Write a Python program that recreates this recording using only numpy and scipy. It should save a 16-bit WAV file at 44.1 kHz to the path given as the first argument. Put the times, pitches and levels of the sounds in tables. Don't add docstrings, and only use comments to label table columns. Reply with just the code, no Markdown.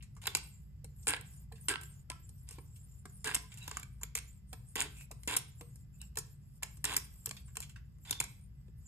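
import sys
import numpy as np
from scipy import signal
from scipy.fft import rfft, irfft, next_fast_len
from scipy.io import wavfile
from scipy.ndimage import uniform_filter1d

SR = 44100
rng = np.random.default_rng(int(sys.argv[2]) if len(sys.argv) > 2 else 0)


def level_to_linear(level):
    exponent = np.asarray(level, float) / 20
    return 10 ** exponent


def unload_audio(sound):
    columns = np.transpose(np.atleast_2d(sound))
    steps = np.round(np.clip(columns, -1, 1) * 32767)
    wavfile.write(sys.argv[1], SR, steps.astype(np.int16))


N = 391166

# pitch_hz, density_db (per Hz)
HUM_SPECTRUM = [(12, -57.5), (20, -23), (27, -22.5), (43, -10.5), (64, -5.5), (138, -8), (202, -22.5),
                (304, -35.5), (490, -44), (955, -54.5), (1910, -52), (2100, -59), (2670, -54),
                (3000, -62.5), (6000, -82.5), (7800, -106), (13200, -120)]
# pitch_hz, width_hz, level_db
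DRONES = [(30.3, 3.2, -81), (59.7, 3.7, -57), (121.6, 6.8, -68), (143.9, 13, -64), (195, 8, -72.5),
          (1760, 9, -100), (2030, 18, -93)]
# start_s, length_s, pitch_hz, width_hz, level_db
SQUEAKS = [(0.005, 0.022, 2760, 695, -60.5), (1.028, 0.018, 6900, 5060, -59),
           (1.074, 0.048, 9150, 1300, -34), (1.075, 0.15, 1625, 161, -47), (0.347, 0.1, 2330, 70, -56.5),
           (2.099, 0.047, 1005, 90, -54), (3.36, .16, 1024, 30, -63.5), (8.205, 0.064, 2330, 80, -55),
           (1.692, 0.084, 1605, 161, -41.5), (1.696, 0.18, 1330, 41.3, -54.5),
           (2.089, 0.14, 1330, 36.7, -64), (2.507, 0.029, 2720, 260, -62), (3.248, 0.1, 1627, 160, -43.5),
           (3.603, 0.073, 2700, 200, -55.5), (3.612, 0.062, 3890, 60, -56.5),
           (0.269, 0.075, 3500, 219, -53.5), (1.52, 0.056, 445, 60.2, -63.5),
           (5.109, 0.045, 460, 79.9, -62.5), (4.945, 0.14, 2580, 400, -63), (5.611, 0.054, 470, 60.3, -61),
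           (5.935, 0.044, 2600, 150, -75), (5.999, 0.074, 2760, 300, -59.5), (6.012, 0.037, 1610, 300, -71),
           (5.998, 0.058, 3800, 150, -68), (6.015, 0.05, 854, 119, -75.5), (7.759, 0.015, 1620, 294, -53.5),
           (8.064, 0.25, 3510, 160, -51)]

# start_s, peak_db, body_db (clamp body relative to peak), struck_hz (region struck)
TICKS = [(0.0245, -48.5, -10, 2760), (0.1654, -53.5, -5.5, 885), (0.2164, -49.5, -5.5, 2690),
         (1.556, -56.5, -6.5, 3000), (1.58, -63, -4, 1700), (2.5254, -46, -18.5, 2640),
         (2.7596, -52, -14, 3180), (3.5179, -50, -3.5, 2650), (3.5735, -42.5, -16, 2650),
         (3.6277, -47.5, -15.5, 2640), (3.6644, -62, -11, 3850), (4.0126, -45.5, -8, 950),
         (4.967, -53, -8.5, 2640), (5.008, -48.5, -4.5, 2582), (6.6245, -42, -5, 915),
         (7.3667, -49, -2.5, 3250), (7.48, -59.5, -4, 1570), (7.6249, -39.5, -10, 3020),
         (7.6944, -49.5, -10, 2700), (7.7598, -62, 5.5, 2330), (8.05, -52.5, -3.5, 2800)]
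TAPS = [(0.1511, -59, -35, 355), (0.844, -41.5, -13, 440), (1.5226, -48.5, -6, 676),
        (2.2916, -47, -20.5, 356), (2.5093, -40.5, -17, 433), (2.5844, -53.5, 4.5, 390),
        (3.0547, -44, -4.5, 470), (3.5406, -45, -28, 356), (4.5299, -40, -8.5, 566),
        (5.1129, -38.5, -10, 700), (5.6098, -44, -5.5, 470), (5.7575, -48.5, -19.5, 370.8),
        (6.1716, -27.5, -12.5, 820), (6.1862, -27, -23.5, 417), (6.7703, -49.5, -18, 353),
        (7.2716, -46.5, -4, 460), (7.555, -42.5, -12, 2680), (7.9844, -63.5, -13.5, 407),
        (8.681, -71, 2.5, 471)]
KNOCKS = [(0.2563, -37.5, -2, 2330), (0.3499, -16.5, -9.5, 2120), (1.07, -24, -9, 1580),
          (1.6841, -20.5, -8.5, 1570), (2.1002, -29.5, -9, 950), (2.4888, -37, -21.5, 2680),
          (3.2437, -29.5, -11, 430), (3.273, -29, -6, 1740), (3.3507, -17, -17, 1560),
          (3.3632, -39, 0, 1490), (3.7129, -35, -6.5, 1240), (3.7698, -27, -10.5, 1040),
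          (4.1868, -32.5, -10.5, 2590), (5.2753, -26, -11, 423), (6.0154, -37, -22, 2680),
          (6.6328, -26, -15.5, 2260), (7.2919, -34, -14, 2650), (7.3105, -32.5, -10.5, 985),
          (7.5691, -27.5, -11, 1760), (8.127, -33.5, -4, 3510), (8.2015, -19, -10, 2120),
          (8.2392, -30.5, -19, 1130)]
CLINKS = [(0.2696, -23.5, -12.5, 2330), (0.3694, -31, -13.5, 2660), (1.2106, -42.5, -18.5, 2630),
          (1.8124, -43.5, -10.5, 1330), (1.8336, -43, -11.5, 1330), (3.3453, -21.5, -12.5, 3270),
          (3.585, -46, -15, 3850), (3.606, -56, -17, 2650), (3.641, -51, -12, 2650),
          (3.693, -45, -17, 2650), (3.678, -35.5, -4.5, 1070), (3.797, -40, -16, 2650),
          (3.83, -41.5, -6.5, 2650), (4.0327, -29, -14, 2340), (4.1522, -24, -12.5, 2020),
          (4.1763, -33.5, -5.5, 2560), (4.7556, -29.5, -8, 444), (5.2335, -43, -14.5, 2530),
          (5.3653, -19, -19.5, 949.6), (5.3686, -20, -12.5, 2290), (6.1562, -47, -8.5, 2680),
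          (6.8423, -23.5, -9.5, 1490), (6.9655, -17.5, -18, 2300), (7.259, -25.5, -20.5, 2070),
          (7.6036, -32, -18, 1070), (8.109, -22, -12, 3510)]
# top_db (thin top relative to peak), contact_t60_s,
# focus_db_per_octave (on the region struck)
TICK_KIND = (-20, 0.1, 12)
TAP_KIND = (-11, 0.039, 5.1)
KNOCK_KIND = (-21.5, 0.022, 3.1)
CLINK_KIND = (-6.5, 0.023, 2.6)

# start_s, peak_db, body_db (clamp body relative to peak)
BOUNCES = [(0.2333, -50, -6), (0.2389, -46, -3), (0.2746, -33, 2), (0.2794, -45, 5), (0.2837, -53, -3),
           (0.2885, -54, -3), (0.3112, -56, -5), (0.3604, -35, -11), (0.3756, -41, -6), (0.3868, -42, -6.5),
           (2.1171, -43, -6), (3.3729, -45, -5), (4.1572, -32, -11.5), (4.1658, -35, -9),
           (4.1722, -32.5, -14), (5.3765, -30.5, -14), (6.631, -28, -8.5), (6.9695, -23, -18),
           (6.9771, -33, -8.5), (6.9807, -50, -4), (7.2697, -47.5, 2), (7.6193, -40, -16),
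           (8.0961, -44, -3.5), (8.1248, -53, 6), (8.1377, -58, 0), (8.1433, -61.5, -3),
           (8.1526, -49.5, -7), (8.1663, -56, -6.5), (8.2114, -30.5, -8), (8.2253, -46, -0.5)]
FIRST_SLIPS = [(1.0773, -29, -14), (1.081, -18, -22.5), (1.084, -28.5, -15.5), (1.0871, -22, -12.5),
               (1.0914, -34.5, -9.5), (1.0951, -25, -12), (1.1008, -34, -4), (1.106, -24, -12),
               (1.1128, -42, 4), (1.1164, -45.5, 5.5), (1.1234, -41.5, -1.5), (1.1298, -33, -6),
               (1.1355, -31, 1.5), (1.1435, -49, 13.5), (1.148, -40, -4), (1.1553, -45.5, -8),
               (1.1641, -38.5, -4), (1.1683, -45.5, 2), (1.6925, -24, -16), (1.702, -45.5, -13),
               (1.7128, -36.5, -8), (1.7227, -47, -4.5), (1.7282, -41, -2), (1.7382, -42, 5.5),
               (1.7423, -43, -4.5), (1.7469, -56, 6), (1.7569, -44, 10), (3.2471, -38.5, -14.5),
               (3.2541, -34, -16.5), (3.2578, -35, -8), (3.2618, -36.5, -3), (3.2685, -46, 1),
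               (3.278, -38, 0), (3.2811, -35.5, -2), (3.287, -44.5, -0.5), (3.2917, -46, 5.5),
               (3.2953, -45.5, 3.5), (3.301, -47, -2), (3.3069, -46.5, 1), (3.3125, -43, 7.5),
               (3.3205, -54, 10), (3.328, -56, -2.5), (3.3352, -48.5, -3.5), (3.3393, -44.5, 1.5)]
SECOND_SLIPS = [(4.7617, -31, -11.5), (4.7674, -36, -3.5), (4.7803, -36, -6), (4.7854, -38, -1.5),
                (4.7916, -38.5, -2.5), (4.7947, -32, -5.5), (4.798, -39.5, 4.5), (4.8048, -18.5, -18),
                (4.8133, -27, -3.5), (4.8209, -21, -21.5), (5.2802, -29, -12), (5.2832, -39, -5),
                (5.2883, -31, -8.5), (5.2946, -40, -13), (5.2986, -37.5, -13), (5.3032, -42.5, 0),
                (5.3112, -35.5, -2.5), (5.3243, -40, -1), (5.33, -40, -2), (5.334, -43.5, 7),
                (5.3393, -38, 4.5), (5.3473, -39.5, -0.5), (5.3538, -42.5, 6), (6.8473, -30.5, -15),
                (6.8526, -19, -26.5), (6.8573, -34.5, -5), (6.8622, -44, -13.5), (6.876, -48.5, 3),
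                (6.8881, -48.5, 4.5), (6.8949, -50.5, 13), (6.9042, -50, -2.5), (6.9082, -47.5, 8),
                (6.9131, -53, 9.5), (6.9196, -38.5, -1.5), (6.9272, -40, 4.5), (6.9331, -42, -4),
                (6.9379, -30.5, -10), (6.9433, -37, 0), (6.9556, -39, -9), (6.9605, -43.5, -2.5)]
# struck_hz, top_db, contact_t60_s (shortest is 0.002), focus_db_per_octave
BOUNCE_KIND = (2400, -11.5, -0.07, 3.5)
FIRST_SLIP_KIND = (1610, -23, .008, 8)
SECOND_SLIP_KIND = (1600.5, -21.5, -0.07, 4.5)

# start_s, hardest_s, end_s, landing_db, hardest_db (pressure)
TURNINGS = [
    (.215, .247, 0.46, -65, -55),
    (2.47, 2.498, 2.59, -69.5, -63),
    (3.5, 3.768, 3.85, -70, -56),
    (8.05, 8.096, 8.22, -63, -53.5),
]
FIRST_FACE = [
    (1.07, 1.11, 1.116, -43.5, -42.5),
    (1.684, 1.73, 1.73, -38, -40),
    (3.244, 3.3, 3.347, -44, -47.5),
]
SECOND_FACE = [
    (4.755, 4.817, 4.877, -44, -41.5),
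    (5.276, 5.335, 5.387, -38, -42),
    (6.843, 6.94, 6.988, -43, -45),
]
# lift_db (pressure), edge_db and thud_db (each at start, hardest, end),
# focus_db_per_octave (near 1600 Hz), upper_db (parts between 4 and 6 kHz)
TURNING_KIND = (-69, [0.9, -1, -4.5], [-18, -15.5, -16], 0.74, -1.5)
FIRST_KIND = (-50.5, [0, 0.5, -2], [-2, -7, -14], 8.5, -1.5)
SECOND_KIND = (-55.5, [-7.5, 1.5, -7.5], [-7.5, -11.5, -4.5], 4.9, -5)

# start_s, end_s, hiss_db, change_db (over the slide)
SLIDES = [(.4, 0.728, -70.5, -28), (0.845, 1.084, -73.5, 31), (1.23, 1.467, -64.5, -2),
          (1.504, 1.7, -68.5, 17), (1.8, 2.042, -65.5, -7.5), (2.12, 3.032, -70.5, 3.5),
          (3.068, 3.267, -67.5, -7), (3.384, 3.7, -74, -25), (3.84, 4.034, -76, -5),
          (4.206, 4.42, -70.5, -13), (4.461, 4.792, -70, 4.5), (4.857, 5.062, -60.5, 12),
          (5.1, 5.294, -70.5, 12), (5.425, 5.851, -70, -3), (5.91, 6.098, -70, 16), (6.213, 6.372, -67, -2),
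          (6.39, 6.605, -74, 7), (6.66, 6.86, -67.5, -6), (7.003, 7.444, -65, -4.5), (7.426, 7.585, -71, 6),
          (7.623, 7.8, -77.5, -33), (7.983, 8.077, -72.5, 0), (8.26, 8.483, -69.5, -15),
          (8.749, 8.946, -71, 21)]
# pitch_hz, width_hz, level_db
HISS = [(5470, 1000, -20.5), (7370, 800, -3.5), (9100, 2500, -6), (10500, 3500, -6.5), (12340, 830, -10),
        (12060, 1100, -15.5)]
# start_s, pitch_hz, level_db
THUMPS = [(.842, 600, -58), (1.517, 1010, -52), (2.099, 795, -48), (2.582, 450, -51.5), (3.053, 520, -56),
          (4.527, 707, -56), (5.108, 820, -51), (5.608, 910, -55), (6.168, 603, -51), (6.63, 822, -55),
          (8.683, 475, -63)]

# pitch_hz, level_db, t60_s
CLAMP = [(985, -4, 0.0049), (1130, -2, 0.011), (1330, -9, 0.45), (1570, -5, 0.0097), (1677, -4, 0.015),
         (1970, -9.5, 0.0051), (2330, -4, .012), (2680, -2.5, 0.018), (3130, -6, 0.0057),
         (3510, -5.5, 0.0061), (3910, -6, 0.011), (4547, -6.5, 0.0047), (4957, -2, 0.024)]
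# pitch_hz, level_db, t60_s
STROP = [(260, -2.5, 0.026), (346, -8, 0.018), (444, -2, 0.13), (776, -19, 0.077), (747, -6, 0.024)]
BODY = STROP + CLAMP
BODY_HZ = np.transpose(BODY)[0]
# pitch_hz, width_hz, level_db
EDGE = [(5330, 1800, -6), (6900, 1500, -6), (7290, 630, 1.5), (8270, 800, 2), (8784, 3380, 0),
        (9803, 3330, 0.5)]
EDGE_HZ = np.transpose(EDGE)[0]
# pitch_hz, width_hz, level_db
TOP = [(9350, 730, 8.5), (11050, 1900, 3), (12700, 1400, 2), (13400, 1300, -3), (15200, 1500, -12.5)]
# pitch_hz, width_hz, level_db
THUD = [(287, 65, 1.5), (355, 51, -1.5), (433.3, 62, 7)]
# start_s, upper_over_lower_db
FACING = [(0, 0), (.6, 0), (1.05, 10), (1.9, 10.5), (2.2, 4), (3.2, 9), (3.4, 3), (4.05, -10.5),
          (4.158, -9), (4.168, 9), (4.8, 1.5), (5.3, 1.5), (5.4, 3.5), (6.2, 1), (6.86, 1.5), (7.0, 2),
          (7.6, -1), (8.2, -0.5)]
FACE_SHARE = [-0.038, -.5, -0.97, 0.3, .3, 0]

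# pitch_hz, t60_s
GARAGE = [(300, 0.39), (1000, 0.34), (3000, 0.4), (8000, 0.25), (12600, 0.16), (14600, 0.038)]
# pitch_hz, level_db
WALLS = [(500, 1), (2000, 0.5), (2650, -2), (4500, 1), (6200, 1.5), (7350, -5), (8800, -2.5), (12600, 1.5)]
# pitch_hz, lead_rad
LEAD = [(0, 0), (1200, -1), (1600, -.3), (3100, -2.4), (3700, -1.6), (4500, -2.8), (5500, -2.8),
        (6400, -.9), (8000, 0), (9500, 2.2), (9850, 3.05), (11000, 3.22), (11350, 4.3), (12800, 6.2),
        (13600, 6.4), (15000, 9.3), (22050, 12)]
# pitch_hz, level_db
LOUDER = [(100, 1), (500, -1.5), (1300, -0.5), (1600, -6), (2200, -0.5), (3100, -1), (4000, -1.5),
          (5600, -0.5), (7000, -2.5)]
# pitch_hz, likeness (0-1)
SAME_NEAR = [(300, 0.92), (1000, 0.76), (2500, 0.9), (3300, 0.3), (6000, 0.4)]
# pitch_hz, likeness (0-1)
SAME_FAR = [(60, 0.96), (130, 0.88), (300, 0.8), (700, 0), (6000, 0.03)]
# pitch_hz, likeness (0-1)
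SAME_TREBLE = [(7200, .98), (10400, .999), (14000, .97)]

RING = 6144
SCRAPED_OVERTONE = 1.65


def evened(x):
    return x / np.sqrt(np.mean(x ** 2) + 1e-20)


def read(points, hz):
    f, value = np.transpose(points)
    return np.interp(np.log(hz + 1), np.log(f + 1), value)


def add(mix, s, sound):
    part = mix[:, max(round(s * SR), 0):][:, :sound.shape[-1]]
    part += sound[:, :part.shape[-1]]


def coloured(x, points):
    size = next_fast_len(len(x))
    gain = level_to_linear(read(points, np.fft.rfftfreq(size, 1 / SR)))
    return irfft(rfft(x, size) * gain, size)[:len(x)]


def resonate(x, peaks, shift_db=0, order=1):
    size = next_fast_len(x.shape[-1])
    hz = np.fft.rfftfreq(size, 1 / SR) + 1
    signs = (-1) ** np.arange(len(peaks))
    gains = level_to_linear(np.array([db for *_, db in peaks]) + shift_db) * signs
    shapes = np.array([(1 + 1j * (hz - f * f / hz) / width) ** -order for f, width, _ in peaks])
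    return irfft(rfft(x, size) * (gains @ shapes), size)[..., :x.shape[-1]]


def widths(modes, damping):
    return [(hz, damping * np.log(1000) / (np.pi * t60), db) for hz, db, t60 in modes]


def octaves_off(part_hz, struck_hz, overtone):
    direct = abs(np.log2(part_hz / struck_hz))
    above = abs(np.log2(part_hz / struck_hz / overtone)) + 0.3
    return np.minimum(direct, above)


def facing(s):
    return np.multiply.outer(np.interp(s, *np.transpose(FACING)), FACE_SHARE)


def jolting(count, per_s, spread_db, hiss):
    happens = rng.random(count) < per_s / SR
    jolts = level_to_linear(spread_db * np.minimum(rng.exponential(1, count), 4)) * happens
    puff_s = 0.0024
    grip = signal.lfilter([1], [1, -np.exp(-1 / (puff_s * SR))], jolts)
    return (hiss + evened(grip)) * rng.standard_normal((2, count))


def hum():
    hz = np.fft.rfftfreq(N, 1 / SR)
    rumble = irfft(rfft(rng.standard_normal((2, N))) * level_to_linear(read(HUM_SPECTRUM, hz)), N)
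    peaks = [(f, width, db - 10 * np.log10(width / SR)) for f, width, db in DRONES]
    drones = resonate(rng.standard_normal((2, N)), peaks, order=2)
    return level_to_linear(-54.0) * evened(rumble) + drones


def squeaks():
    out, t = np.zeros((2, N)), np.arange(RING * 2) / SR
    for s, length, hz, width, db in SQUEAKS:
        swell = np.sin(np.pi * np.clip(t / length, 0, 1) ** 0.54) ** 2
        tone = evened(resonate(rng.standard_normal((2, len(t))), [(hz, width, 0)], order=2))
        add(out, s, level_to_linear(db) * swell * tone)
    return out


def peaked(x, db):
    loudest = uniform_filter1d(x[0] ** 2, size=88).max(axis=1, keepdims=True)
    return level_to_linear(db)[:, None] * x / np.sqrt(loudest)


def contacts(rows, spread_db, snap, held_hz, overtone, hollow_db, order, size):
    out, t = np.zeros((2, N)), np.arange(size) / SR
    s, db, body_db, struck_hz, top_db, t60, focus_db = np.transpose(rows)
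    chatter = rng.standard_normal((2, len(s), size))
    part_luck = rng.standard_normal((len(s), len(BODY)))
    edge_luck = rng.standard_normal((len(s), len(EDGE)))

    first = snap * (np.arange(size) == 30)
    decay = level_to_linear(-60 * t / np.maximum(t60, 0.002)[:, None])
    burst = (chatter * np.minimum(t / 0.00083, 1) + first) * decay

    blade_db = 0.15 * spread_db * edge_luck + facing(s) + hollow_db * (EDGE_HZ < 6000)
    sound = peaked(resonate(burst, EDGE, blade_db, order=2), db - 6.0)

    parts = [(hz, width + held_hz, level + hollow_db * (4200 < hz)) for hz, width, level in widths(BODY, 1.35)]
    away = octaves_off(BODY_HZ, struck_hz[:, None], overtone)
    part_db = spread_db * np.minimum(part_luck, 0.5) - focus_db[:, None] * away
    sound += peaked(resonate(burst, parts, part_db, order), db + body_db + 0.28)

    sound += peaked(resonate(burst, TOP, order=2), db + top_db - 3.0)
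    for at, one in zip(s, np.swapaxes(sound, 0, 1)):
        add(out, at - 0.0005, one)
    return out


def struck():
    kinds = [(TAPS, TAP_KIND), (KNOCKS, KNOCK_KIND), (CLINKS, CLINK_KIND), (TICKS, TICK_KIND)]
    rows = sorted((*row, *kind) for table, kind in kinds for row in table)
    return contacts(rows, spread_db=3.5, snap=3.6, held_hz=9, overtone=1, hollow_db=-1.5, order=1, size=RING)


def grabbed():
    kinds = [(FIRST_SLIPS, FIRST_SLIP_KIND), (SECOND_SLIPS, SECOND_SLIP_KIND), (BOUNCES, BOUNCE_KIND)]
    rows = [(*row, *kind) for table, kind in kinds for row in table]
    return contacts(rows, spread_db=3.0, snap=5, held_hz=130, overtone=SCRAPED_OVERTONE,
                    hollow_db=-4.5, order=2, size=RING // 4)


def stroke(row, lift_db, edge_points, thud_points, focus_db, upper_db):
    start, hardest, end, land_db, hard_db = row
    moments = (start, hardest, end)
    t = start + np.arange(RING * 3) / SR
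    pressure_db = np.interp(t, moments, (land_db, hard_db, lift_db))
    edge_db = np.interp(t, moments, edge_points)
    thud_db = np.interp(t, moments, thud_points)
    contact = np.clip(np.minimum((t - start) / 0.0014, (end - t) / 0.0069), 0, 1)
    drive = jolting(len(t), per_s=900, spread_db=3, hiss=2.4)

    held = []
    for hz, width, db in widths(CLAMP, 1.9):
        away = octaves_off(hz, 1600, SCRAPED_OVERTONE)
        held.append((hz, width, db - focus_db * away + upper_db * (4200 < hz)))
    blade = []
    for (hz, width, db), turn_db in zip(EDGE, facing(hardest)):
        blade.append((hz, width, db + turn_db + upper_db * (hz < 6000)))

    sound = 0
    for peaks, rel_db in [(held, 0), (blade, edge_db - 1.5), (TOP, edge_db - 14), (THUD, thud_db - 1.5)]:
        pressed = drive * contact * level_to_linear(pressure_db + rel_db - 1.0)
        sound = sound + resonate(pressed, peaks, order=2) / np.std(resonate(drive, peaks, order=2))
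    return sound


def strokes():
    out = np.zeros((2, N))
    for rows, kind in [(TURNINGS, TURNING_KIND), (FIRST_FACE, FIRST_KIND), (SECOND_FACE, SECOND_KIND)]:
        for row in rows:
            add(out, row[0], stroke(row, *kind))
    return out


def sliding():
    t, power = np.arange(N) / SR, 1e-12
    for a, b, db, change_db in SLIDES:
        ramp = np.clip(np.minimum(t - a, b - t) / 0.038, 0, 1)
        through = np.clip((t - a) / (b - a) - 0.5, -0.5, 0.5)
        power = power + (ramp * level_to_linear(db + change_db * through)) ** 2
    return np.sqrt(power)


def rub():
    drive = jolting(N, per_s=97, spread_db=4.0, hiss=6.7)
    _, _, z = signal.stft(evened(resonate(drive, HISS, order=2)), SR, nperseg=256)
    blotches = uniform_filter1d(rng.standard_normal(z.shape[1:]), size=5, axis=0)
    blotches = uniform_filter1d(blotches, size=14, axis=1)
    blotchy = signal.istft(z * level_to_linear(6.5 * evened(blotches)), SR, nperseg=256)[1]
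    bright = evened(blotchy[:, :N])
    dull = evened(resonate(drive, widths(CLAMP, 7.8)))
    top_hiss = evened(resonate(drive[:, ::-1], TOP[1:], order=2))
    level = level_to_linear(3.0) * sliding()
    bright_gain = np.hypot(level, level_to_linear(-84.0))
    dull_gain = np.hypot(level_to_linear(-16.0) * level, level_to_linear(-83.5))
    return bright_gain * bright + dull_gain * dull + level_to_linear(-87.0) * top_hiss


def thumps():
    out, t = np.zeros((2, N)), np.arange(RING // 4) / SR
    span, sag = 1.73, 0.36
    for s, hz, db in THUMPS:
        u = t * hz / span
        cycles = span * (u - sag * (u - np.log1p(u)))
        swell = np.e * u * np.exp(-u)
        add(out, s, level_to_linear(db) * swell * np.sin(2 * np.pi * cycles) * np.ones((2, 1)))
    return out


def garage(x, gap):
    echoes = np.zeros((2, SR))
    slots = np.arange(gap, SR - 20, 10)
    at = slots + rng.integers(0, 10, (2, len(slots)))
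    np.put_along_axis(echoes, at, rng.choice([-1., 1.], at.shape), 1)
    hz, t, z = signal.stft(echoes, SR, nperseg=256)
    tail = signal.istft(z * level_to_linear(-60 * t / read(GARAGE, hz)[:, None]), SR, nperseg=256)[1]
    tail = tail / np.linalg.norm(tail[0])
    turn = 2 * np.pi * 0.7 * np.arange(N) / SR
    a = signal.fftconvolve(x[None] * np.cos(turn), tail, axes=1)[:, :N]
    b = signal.fftconvolve(x[None] * np.sin(turn), tail, axes=1)[:, :N]
    return np.array([a[0] + b[1], a[1] - b[0]])


def ports(pair, likeness):
    size = next_fast_len(N + RING)
    hz = np.fft.rfftfreq(size, 1 / SR)
    a, b = rfft(pair, size)
    same = np.clip(read(likeness + SAME_TREBLE, hz), 0, 1)
    tilt = level_to_linear(read(LOUDER + [(9000, 0.014)], hz) / 2)
    left = a * tilt * np.exp(1j * np.interp(hz, *np.transpose(LEAD)))
    right = (same * a + np.sqrt(1 - same ** 2) * b) / tilt
    return irfft([left, right], size)[:, :N]


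def scene():
    machine = hum()
    tool = squeaks() + struck() + strokes() + grabbed() + rub() + thumps()
    room = level_to_linear(-13.0) * garage(coloured(tool[0], WALLS), gap=260)
    return ports(tool, SAME_NEAR) + ports(room + machine, SAME_FAR)


def band_limit(x):
    return signal.sosfilt(signal.butter(12, 16800, fs=SR, output="sos"), x)


def record(dry):
    limited = signal.oaconvolve(dry, signal.firwin(255, 16300, fs=SR)[None], "same")
    return band_limit(limited)


dry = scene()
out = record(dry)
unload_audio(out)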